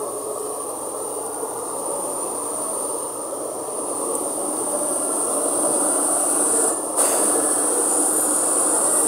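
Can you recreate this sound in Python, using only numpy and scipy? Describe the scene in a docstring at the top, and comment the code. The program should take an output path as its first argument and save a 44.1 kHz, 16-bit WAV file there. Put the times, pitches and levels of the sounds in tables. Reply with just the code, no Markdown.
"""Crawler bulldozer driving closer

A diesel bulldozer nears from about 30 m to 9 m. Shaped noise makes the boom, roar and rattle of its tracks, and
a bright hiss near 9 kHz, narrow when faint and wider when loud. Sines make an engine hum that drifts upward and
rises in pitch when the drive eases off; narrow noise makes a thin, breathy turbo whistle that sinks and climbs.
Squeals, plate buzzes, hums and drones come in short spells, with sharp clinks and soft thuds between them. The
drive eases off near 2.9 s and again near 6.7 s, where it takes up with a grinding crunch."""
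import sys
import numpy as np
from scipy import signal
from scipy.fft import rfft, irfft, next_fast_len
from scipy.io import wavfile
from scipy.ndimage import uniform_filter1d, map_coordinates

SR = 44100
rng = np.random.default_rng(int(sys.argv[2]) if len(sys.argv) > 2 else 0)


def wav_record(signal):
    """Record a signal, one row per channel, as 16-bit PCM in the file named by sys.argv[1]."""
    frames = np.transpose(np.atleast_2d(signal))
    bounded = np.clip(frames, -1, 1)
    # unit amplitude maps onto the largest positive 16-bit level
    quanta = np.round(bounded * 32767).astype(np.int16)
    wavfile.write(sys.argv[1], SR, quanta)


N = 399987

# Every level law below holds: level when near/dB, loss per doubling of distance/dB,
# loss when eased off/dB, gain in the jolt/dB (negative dips)

# Noise colours of the shaking hull and tracks: f/Hz, relative level/dB per Hz
BOOM_SPECTRUM = [(150, -70), (172, -22.5), (190, -19.5), (240, -9.5), (285, -0.5), (350, 2), (390, -2.5),
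                 (450, -28), (700, -60)]
ROAR_SPECTRUM = [(200, -68), (320, -20), (390, -4), (450, 1), (520, 0), (620, 1.5), (700, -1), (780, 0),
                 (880, -27), (1400, -50)]
RATTLE_SPECTRUM = [(450, -80), (700, -2.5), (820, 0.5), (930, 0.5), (1040, 0), (1170, 1), (1300, -1.5),
                   (1450, -4.5), (1700, -3.5), (2200, -11.5), (3500, -19)]
# Level laws of the three layers: near/dB, per doubling/dB, eased off/dB, jolt/dB
BOOM_LAW = (-32.5, 5.5, 3, 1)
ROAR_LAW = (-28.5, 2.5, 3.5, 3.5)
RATTLE_LAW = (-31, 4, 4, 3.5)
# Slow swells and dips of boom, roar and rattle: start t/s, length t/s, boom level/dB, roar and rattle level/dB
LEVEL_SWELLS = [(-.2, 0.33, 3.5, 4), (1.65, 0.46, 1, 1), (2.28, 0.62, -2.5, 0), (2.9, 1.15, 1, 1.14),
                (3.95, 1.1, 3, 0), (5, 1.1, 3, 0.5), (6.2, .5, 1.5, 0), (6.984, 0.49, 1.5, 1.5)]


def running_gear(firing, state):
    """Links and rollers shake the hull; roar and rattle reach higher with presence."""
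    presence = presence_of(state)
    throb = 1 + 0.052 * np.cos(firing)
    boom = coloured(throb * grit(40, depth_db=1.0), BOOM_SPECTRUM)

    def roar_edge(hz, near):
        return 1 / (1 + (hz / (640 + 260 * near)) ** 8)

    def rattle_edge(hz, near):
        return amp(-20.0) + 1 / (1 + (hz / (1290 + 260 * near)) ** 28)

    roar = coloured(throb * grit(130, depth_db=1.2), ROAR_SPECTRUM)
    roar = opening(roar, roar_edge, presence, patchy_db=2.65)
    rattle = coloured(grit(200, depth_db=0.44), RATTLE_SPECTRUM)
    rattle = opening(rattle, rattle_edge, presence, patchy_db=2.0)

    hull_db = swells_db((start, length, db) for start, length, db, _ in LEVEL_SWELLS)
    tracks_db = swells_db((start, length, db) for start, length, _, db in LEVEL_SWELLS)
    hull = amp(level_db(BOOM_LAW, state) + hull_db) * boom
    tracks = amp(level_db(ROAR_LAW, state)) * roar + amp(level_db(RATTLE_LAW, state)) * rattle
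    return hull + amp(tracks_db) * tracks


# Broad hiss: f/Hz, relative level/dB per Hz
BROAD_HISS_SPECTRUM = [(900, -11), (1600, -0.5), (2300, -7.5), (2800, -1), (4000, -1.5), (4700, 1.5),
                       (6200, 1.5), (7500, 3.5), (9200, 10), (10800, 7), (12000, 2), (13000, 5.5),
                       (13700, 2.5), (15700, 1.5)]
# Level laws of the bright and the broad hiss: near/dB, per doubling/dB, eased off/dB, jolt/dB
BRIGHT_HISS_LAW = (-20, 8.5, 7.5, 3)
BROAD_HISS_LAW = (-34.5, 8, 12, 9)
FAR_HISS_DB = -41.5  # floor added in power to the broad hiss law


def hisses(state):
    """A bright noise band near 9 kHz over a broad hiss; with presence, the shoes ring through it."""
    presence = presence_of(state)
    bright = opening(grit(350, depth_db=0.5), bright_band, presence, patchy_db=1.5)

    def fuller(hz, near):
        """Tilt gently toward the lower hiss with presence."""
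        return (hz + 100) ** (-0.05 * near)

    broad = coloured(grit(500, depth_db=0.36), BROAD_HISS_SPECTRUM)
    broad = opening(broad, fuller, presence, patchy_db=2.5)
    ring = presence * unit(filtered(grit(200, depth_db=1.5), shoes))

    broad_gain = np.hypot(amp(level_db(BROAD_HISS_LAW, state)), amp(FAR_HISS_DB))
    flutter = amp(0.4 * wobble(30))
    both = amp(level_db(BRIGHT_HISS_LAW, state)) * bright + broad_gain * broad
    return flutter * both + amp(-14) * broad_gain * ring


def bright_band(hz, presence):
    """Response of a high hiss band, narrow when faint, wider when loud."""
    offset = np.abs(hz - 9220)
    flanks = amp(-9.5) + 1 / (1 + (offset / (450 + 960 * presence)) ** 16)
    return flanks / (1 + (offset / (780 + 260 * presence)) ** 2)


# Ringing modes of the track shoes: f/Hz, width f/Hz, relative level/dB
SHOE_MODES = [(1952, 700, 4), (2710, 260, 3.5), (3500, 370, 1), (4760, 260, 8), (5190, 220, 0),
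              (6560, 282, 11), (7650, 640, 13), (10800, 580, 13)]


def shoes(f):
    """Response of the ringing track shoes: a sum of damped modes."""
    return sum(amp(db) * resonance(f, hz, width) for hz, width, db in SHOE_MODES)


# Weaker engine lines: multiple of the four-stroke cycle, level/dB
LOW_ORDERS = [(6, -61.5), (10, -60.5), (11, -64.5)]
# Soft exhaust rumble: f/Hz, relative level/dB per Hz
RUMBLE_SPECTRUM = [(20, -33), (45, -28), (68, -23), (85, -14), (105, -3.5), (125, 1), (148, -8), (163, -11),
                   (185, -1.5), (260, -7), (500, -39)]
# Level laws of strongest order and rumble: near/dB, per doubling/dB, eased off/dB, jolt/dB
ENGINE_LAW = (-35, 7.5, 4, -16)
RUMBLE_LAW = (-52.5, 1.5, 3, 0)


def engine(cycle, state):
    """Orders of the six-cylinder diesel: sines locked to its cycle, over a soft exhaust rumble."""
    main_db = level_db(ENGINE_LAW, state) + 0.95 * wobble(7)
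    hum = amp(main_db) * unit(np.sin(MAIN_ORDER * cycle + 0.24 * wobble(20)))
    for order, db in LOW_ORDERS:
        line = unit(np.sin(order * cycle + 0.2 * wobble(15)))
        hum = hum + amp(db + 0.68 * wobble(9)) * line
    rumble = coloured(grit(20, depth_db=2), RUMBLE_SPECTRUM)
    return hum + amp(level_db(RUMBLE_LAW, state)) * rumble


MAIN_ORDER, UNLOADED_RISE_HZ = 22, 17  # strongest multiple of the cycle; its rise in pitch when slack
# Engine speed under load: t/s, strongest order f/Hz
ENGINE_SPEED = [(0, 293), (2.4, 297), (4.6, 301), (7.4, 299), (8.3, 308), (9.07, 310)]


def engine_cycle():
    """Phase of the four-stroke cycle; the engine speeds up when the drive is eased off."""
    main_hz = curves(ENGINE_SPEED)[0] + UNLOADED_RISE_HZ * eased()
    return turns(main_hz / MAIN_ORDER)


# Turbocharger speed under load: t/s, whistle f/Hz
TURBO_SPEED = [(0, 12250), (2.2, 12850), (3.2, 12480), (5.85, 12190), (6, 12510), (6.7, 13150),
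               (7.35, 12600), (7.8, 13000), (9.07, 12800)]
# Level law of the whistle: near/dB, per doubling/dB, eased off/dB, jolt/dB
TURBO_LAW = (-46.3, 5, 8.5, 0)
# Flares of the whistle: start t/s, length t/s, added level/dB
WHISTLE_FLARES = [(3.6, .38, 13), (5.9, .6, 4), (7.02, 0.57, 5), (8.03, .33, 11), (8.85, 0.52, 9)]
TURBO_SAG_HZ, TURBO_LAG_S = 3450, 0.27  # slowing with the drive fully eased off; rotor inertia
TURBO_PEAK_HZ, TURBO_PEAK_WIDTH_HZ, TURBO_PEAK_DB = 9630, 204, 12  # boost near this pitch


def turbo(state):
    """The breathy whistle sinks when the load drops and climbs back, lagging through rotor inertia."""
    _, ease, _ = state
    keep = np.exp(-1 / (TURBO_LAG_S * SR))
    lagged_ease = signal.lfilter([1 - keep], [1, -keep], ease)
    hz = curves(TURBO_SPEED)[0] - TURBO_SAG_HZ * lagged_ease
    peak_db = TURBO_PEAK_DB / (1 + ((hz - TURBO_PEAK_HZ) / TURBO_PEAK_WIDTH_HZ) ** 2)
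    db = level_db(TURBO_LAW, state) + peak_db + swells_db(WHISTLE_FLARES) + 2 * wobble(18)
    whistle = fuzzy_tone(hz, width=200) + 0.5 * fuzzy_tone(hz, width=650)
    return amp(db) * unit(whistle)


# Final drive humming in spells: start t/s, length t/s, first f/Hz, last f/Hz, level/dB
DRIVE_HUMS = [(1.65, 0.7, 186, 197, -51), (2.5, .38, 210, 220, -48.5), (4.1, 1.2, 200, 242.4, -49),
              (5.4, 0.69, 234, 185.6, -46.5)]
# Track chains droning in spells: start t/s, length t/s, first f/Hz, last f/Hz, level/dB
CHAIN_DRONES = [(-.4, 1.17, 408, 425.5, -33), (.76, 0.92, 432, 456.4, -36), (1.72, 0.51, 544.9, 596.5, -34),
                (2.52, 0.23, 625, 649, -35), (2.78, 0.46, 460, 476, -37.5), (3.28, .6, 615, 599, -40),
                (4, 1.07, 555, 606, -34), (5.25, 0.81, 591, 576.5, -32), (6.5, 0.24, 457, 456, -31),
                (7.55, .6, 462, 492, -34)]


def transmission():
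    """The final drive hums and the chains drone as fuzzy tones, each spell gliding in pitch."""
    hum_hz, hum_gain = spells(DRIVE_HUMS)
    drone_hz, drone_gain = spells(CHAIN_DRONES)
    wavering = np.sin(turns(drone_hz + 7 * wobble(19)))
    drone = unit(fuzzy_tone(drone_hz, width=45) + 0.83 * wavering)
    return hum_gain * fuzzy_tone(hum_hz, width=18) + drone_gain * drone


# Track pin squeals: start t/s, length t/s, f/Hz, level/dB, glide f/Hz
PIN_SQUEALS = [(0, 0.25, 9400, -46, -750), (.28, .18, 8150, -42, -120), (.55, 0.18, 9300, -33.5, -3),
               (.8, 0.69, 9100, -38, 0.5), (2.42, .23, 6920, -53, -100), (2.65, 0.66, 9100, -37, 0),
               (3.176, 0.344, 9650, -42, -62), (3.72, .4, 8750, -42, -120), (4.55, 0.37, 8070, -49, 0),
               (6.45, .35, 7080, -40.5, 131), (6.149, 0.52, 10840, -51, 0), (7.651, 1.29, 7000, -39, 122.5),
               (7, 1.61, 11000, -41, 0.5), (8.7, 0.57, 7480, -40, 0)]


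def squeals():
    """Track pins bind and sing high, gliding as they go."""
    return stick_slip(PIN_SQUEALS, width=170, waver_hz=45)


# Loose guard plates buzzing: start t/s, length t/s, f/Hz, level/dB
GUARD_PLATES = [(-.2, 0.87, 1122, -41.5), (.6, 1, 840, -40), (1.2, 0.54, 1424, -49.5),
                (1.6, 0.75, 923, -40.5), (4.55, 0.74, 1666, -56), (5.78, 0.25, 1926, -58.5),
                (6.45, 0.41, 1756, -50), (7.05, 0.667, 1690, -45.5), (7.3, 0.69, 1800, -53),
                (8, 0.68, 1680, -52), (8.7, 0.56, 1896, -49.5)]


def plates():
    """Loose guard plates buzz as narrow, wavering tones."""
    return stick_slip(GUARD_PLATES, width=110, waver_hz=15)


# Sharp track clinks: t/s, noise level before the resonance/dB, 60 dB decay t/s, f/Hz
TRACK_CLINKS = [(1.263, -14, .015, 9200), (2.504, -19, .015, 9280), (4.152, -6, 0.024, 8900),
                (4.567, -26.5, .025, 4540), (8.008, -18, 0.016, 9200), (8.3626, -5, 0.042, 9350)]
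# Slack track slapping down: t/s, level before a 5 dB lift and soft attack/dB, f/Hz
TRACK_THUDS = [(6.99, -27, 320), (7.236, -27, 219)]


def blows():
    """Clinks are decaying noise through a resonance; the slack track thuds as decaying sines."""
    out = np.zeros(N)
    for s, db, t60, hz in TRACK_CLINKS:
        age = np.maximum(clock() - s, 0)
        crack = (age > 0) * amp(db - 60 * age / t60) * rng.standard_normal(N)
        out += filtered(crack, lambda f: resonance(f, hz, 2400) ** 2)
    for s, db, hz in TRACK_THUDS:
        age = np.maximum(clock() - s, 0)
        soft_attack = 1 - np.exp(-age / 0.015)
        out += amp(db + 5 - 60 * age / 0.15) * soft_attack * np.sin(2 * np.pi * hz * age)
    return out


CRUNCH_DB, CRUNCH_ATTACK_S, CRUNCH_HOLD_S, CRUNCH_DECAY_S = -28, 0.082, 0.075, 0.16


def crunch():
    """The shoes grind against the sprocket as the drive bites: gritty noise through their modes."""
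    grind = unit(filtered(grit(180, depth_db=0.5), shoes))
    return amp(CRUNCH_DB) * bite(CRUNCH_ATTACK_S, CRUNCH_HOLD_S, CRUNCH_DECAY_S) * grind


# The approach: t/s, distance/m
DISTANCE = [(0, 30.3), (1.4, 26.4), (2, 20), (2.85, 17.1), (4.3, 16), (5.3, 12.8), (6.55, 9.2),
            (7.4, 10.23), (9.07, 9.14)]
NEAR_M = 9  # distance at which the level laws read "near"
JOLT_ATTACK_S, JOLT_HOLD_S, JOLT_DECAY_S = 0.028, 0.022, 0.031


def motion():
    """State of the machine: doublings of distance, easing off, and the jolt."""
    away = np.log2(curves(DISTANCE)[0] / NEAR_M)
    return away, eased(), bite(JOLT_ATTACK_S, JOLT_HOLD_S, JOLT_DECAY_S)


# The driver eases off: start t/s, fall t/s, resumes at t/s, rise t/s, depth 0-1
EASE_OFFS = [(2.879, .25, 3.68, 0.361, .82), (6.69, 0.063, 6.955, 0.029, 0.99)]


def eased():
    """How far the drive is eased off: 0 under load, 1 slack."""
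    t = clock()
    slack = np.zeros(N)
    for start, fall, resume, rise, depth in EASE_OFFS:
        release = np.clip((t - start) / fall, 0, 1)
        slack += depth * release * np.clip(1 - (t - resume) / rise, 0, 1)
    return slack


BITE_S = 6.97  # the drive bites again


def bite(attack, hold, decay):
    """Attack, hold and release from the moment the drive bites."""
    age = clock() - BITE_S
    return np.clip(age / attack, 0, 1) * np.exp(-np.maximum(age - attack - hold, 0) / decay)


def level_db(law, state):
    """Level of a layer from its law and the machine's motion."""
    near_db, far_db, eased_db, jolt_db = law
    away, ease, jolt = state
    return near_db - far_db * away - eased_db * ease + jolt_db * jolt


DULL_PER_DOUBLING, DULL_EASED = 0.86, 0.64  # presence lost per doubling of distance; share lost when slack


def presence_of(state):
    """How fully the machine is heard, 0-1: most when near and under load."""
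    away, ease, _ = state
    return np.clip(1 - DULL_PER_DOUBLING * away, 0.05, 1) * np.clip(1 - DULL_EASED * ease, 0, 1)


def stick_slip(rows, width, waver_hz):
    """Each loose or binding part sings briefly at a wavering pitch, which may glide."""
    bend, gain = turns(waver_hz * wobble(14)), fuzzy_gain(width)
    out = np.zeros(N)
    for start, length, hz, db, *glide in rows:
        on = slice(max(int(start * SR), 0), min(int((start + length) * SR), N))
        progress = (np.arange(on.start, on.stop) / SR - start) / length
        phase = turns(hz + sum(glide) * progress) + bend[on]
        fuzz = np.roll(gain, rng.integers(N))[on]  # a fresh stretch for each part
        tone = np.real(fuzz * np.exp(1j * phase))
        out[on] += amp(db) * np.sqrt(np.abs(np.sin(np.pi * progress))) * tone
    return out


def spells(rows):
    """Pitch and gain of a part that sounds in gliding spells, one after the other."""
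    glides = []
    for start, length, first, last, _ in rows:
        glides += [(start, first), (start + length, last)]
    gain = sum(amp(db) * swell(start, length) for start, length, _, _, db in rows)
    return curves(sorted(glides))[0], gain


def swell(start, length):
    """A rounded rise and fall, 0-1."""
    progress = np.clip((clock() - start) / length, 0, 1)
    return np.sqrt(np.abs(np.sin(np.pi * progress)))


def swells_db(rows):
    """Level change in dB from a row of passing swells and dips."""
    return sum(db * swell(start, length) for start, length, db in rows)


def opening(x, response, presence, patchy_db):
    """Filter x by response(Hz, presence) at constant power, with narrow patches swelling and fading."""
    hz, t, z = signal.stft(x, SR, nperseg=2048)
    gain = response(hz[:, None], np.interp(t, clock(), presence))
    power = np.mean(np.abs(z) ** 2, axis=1, keepdims=True)
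    gain = gain / np.sqrt(np.sum(power * gain ** 2, axis=0))
    patches = uniform_filter1d(rng.standard_normal(z.shape), size=4, axis=0)  # across frequency
    patches = unit(uniform_filter1d(patches, size=14, axis=1))  # across time
    return unit(signal.istft(z * gain * amp(patchy_db * patches), nperseg=2048)[1][:N])


def resonance(f, hz, width):
    """Response of one damped mode."""
    return 1j * f * width / (hz * hz - f * f + 1j * f * width)


def fuzzy_gain(width):
    """Random amplitude and phase, with width knots a second, that smear a tone of rms 1."""
    return unit(wobble(width)) + 1j * unit(wobble(width))


def fuzzy_tone(hz, width):
    """A narrow band of noise riding on a pitch curve."""
    return np.real(fuzzy_gain(width) * np.exp(1j * turns(hz)))


def grit(rate, depth_db):
    """Noise of countless small contacts, bunching about rate times a second."""
    return unit(rng.standard_normal(N) * amp(depth_db * wobble(rate)))


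def coloured(x, spectrum):
    """x shaped by the (Hz, dB) spectrum, at rms 1."""
    f, db = np.transpose(spectrum)
    return unit(filtered(x, lambda hz: amp(np.interp(np.log(hz + 1), np.log(f), db))))


def filtered(x, response):
    """x times a response of frequency."""
    m = next_fast_len(N + SR // 4)
    return irfft(rfft(x, m) * response(np.fft.rfftfreq(m, 1 / SR)), m)[:N]


def wobble(rate):
    """A smooth random curve, rate knots a second."""
    return map_coordinates(rng.standard_normal(int(N * rate / SR) + 4), [clock() * rate])


def turns(hz):
    """Running phase of a changing frequency, in radians."""
    return 2 * np.pi * np.cumsum(hz) / SR


def curves(rows):
    """One value per sample for each column after the time."""
    s, *cols = np.transpose(rows)
    return [np.interp(clock(), s, c) for c in cols]


def clock():
    """Time of every sample in seconds."""
    return np.arange(N) / SR


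def amp(db):
    """Decibels to gain."""
    return 10 ** (np.asarray(db) / 20)


def unit(x):
    """Scale to rms 1."""
    return x / np.sqrt(np.mean(x ** 2) + 1e-20)


def scene():
    """The whole machine, heard from one spot."""
    state = motion()
    cycle = engine_cycle()
    firing = 6 * cycle  # six cylinders fire once each per cycle
    tracks = running_gear(firing, state) + hisses(state)
    power = engine(cycle, state) + turbo(state) + transmission()
    details = squeals() + plates() + blows() + crunch()
    return (tracks + power + details) * np.ones((2, 1))


TOP_HZ = 15700  # upper band limit


def record(dry):
    """A mono microphone with a steep band limit feeds both channels."""
    return np.array([filtered(channel, lambda hz: hz < TOP_HZ) for channel in dry])


dry = scene()
out = record(dry)
wav_record(out)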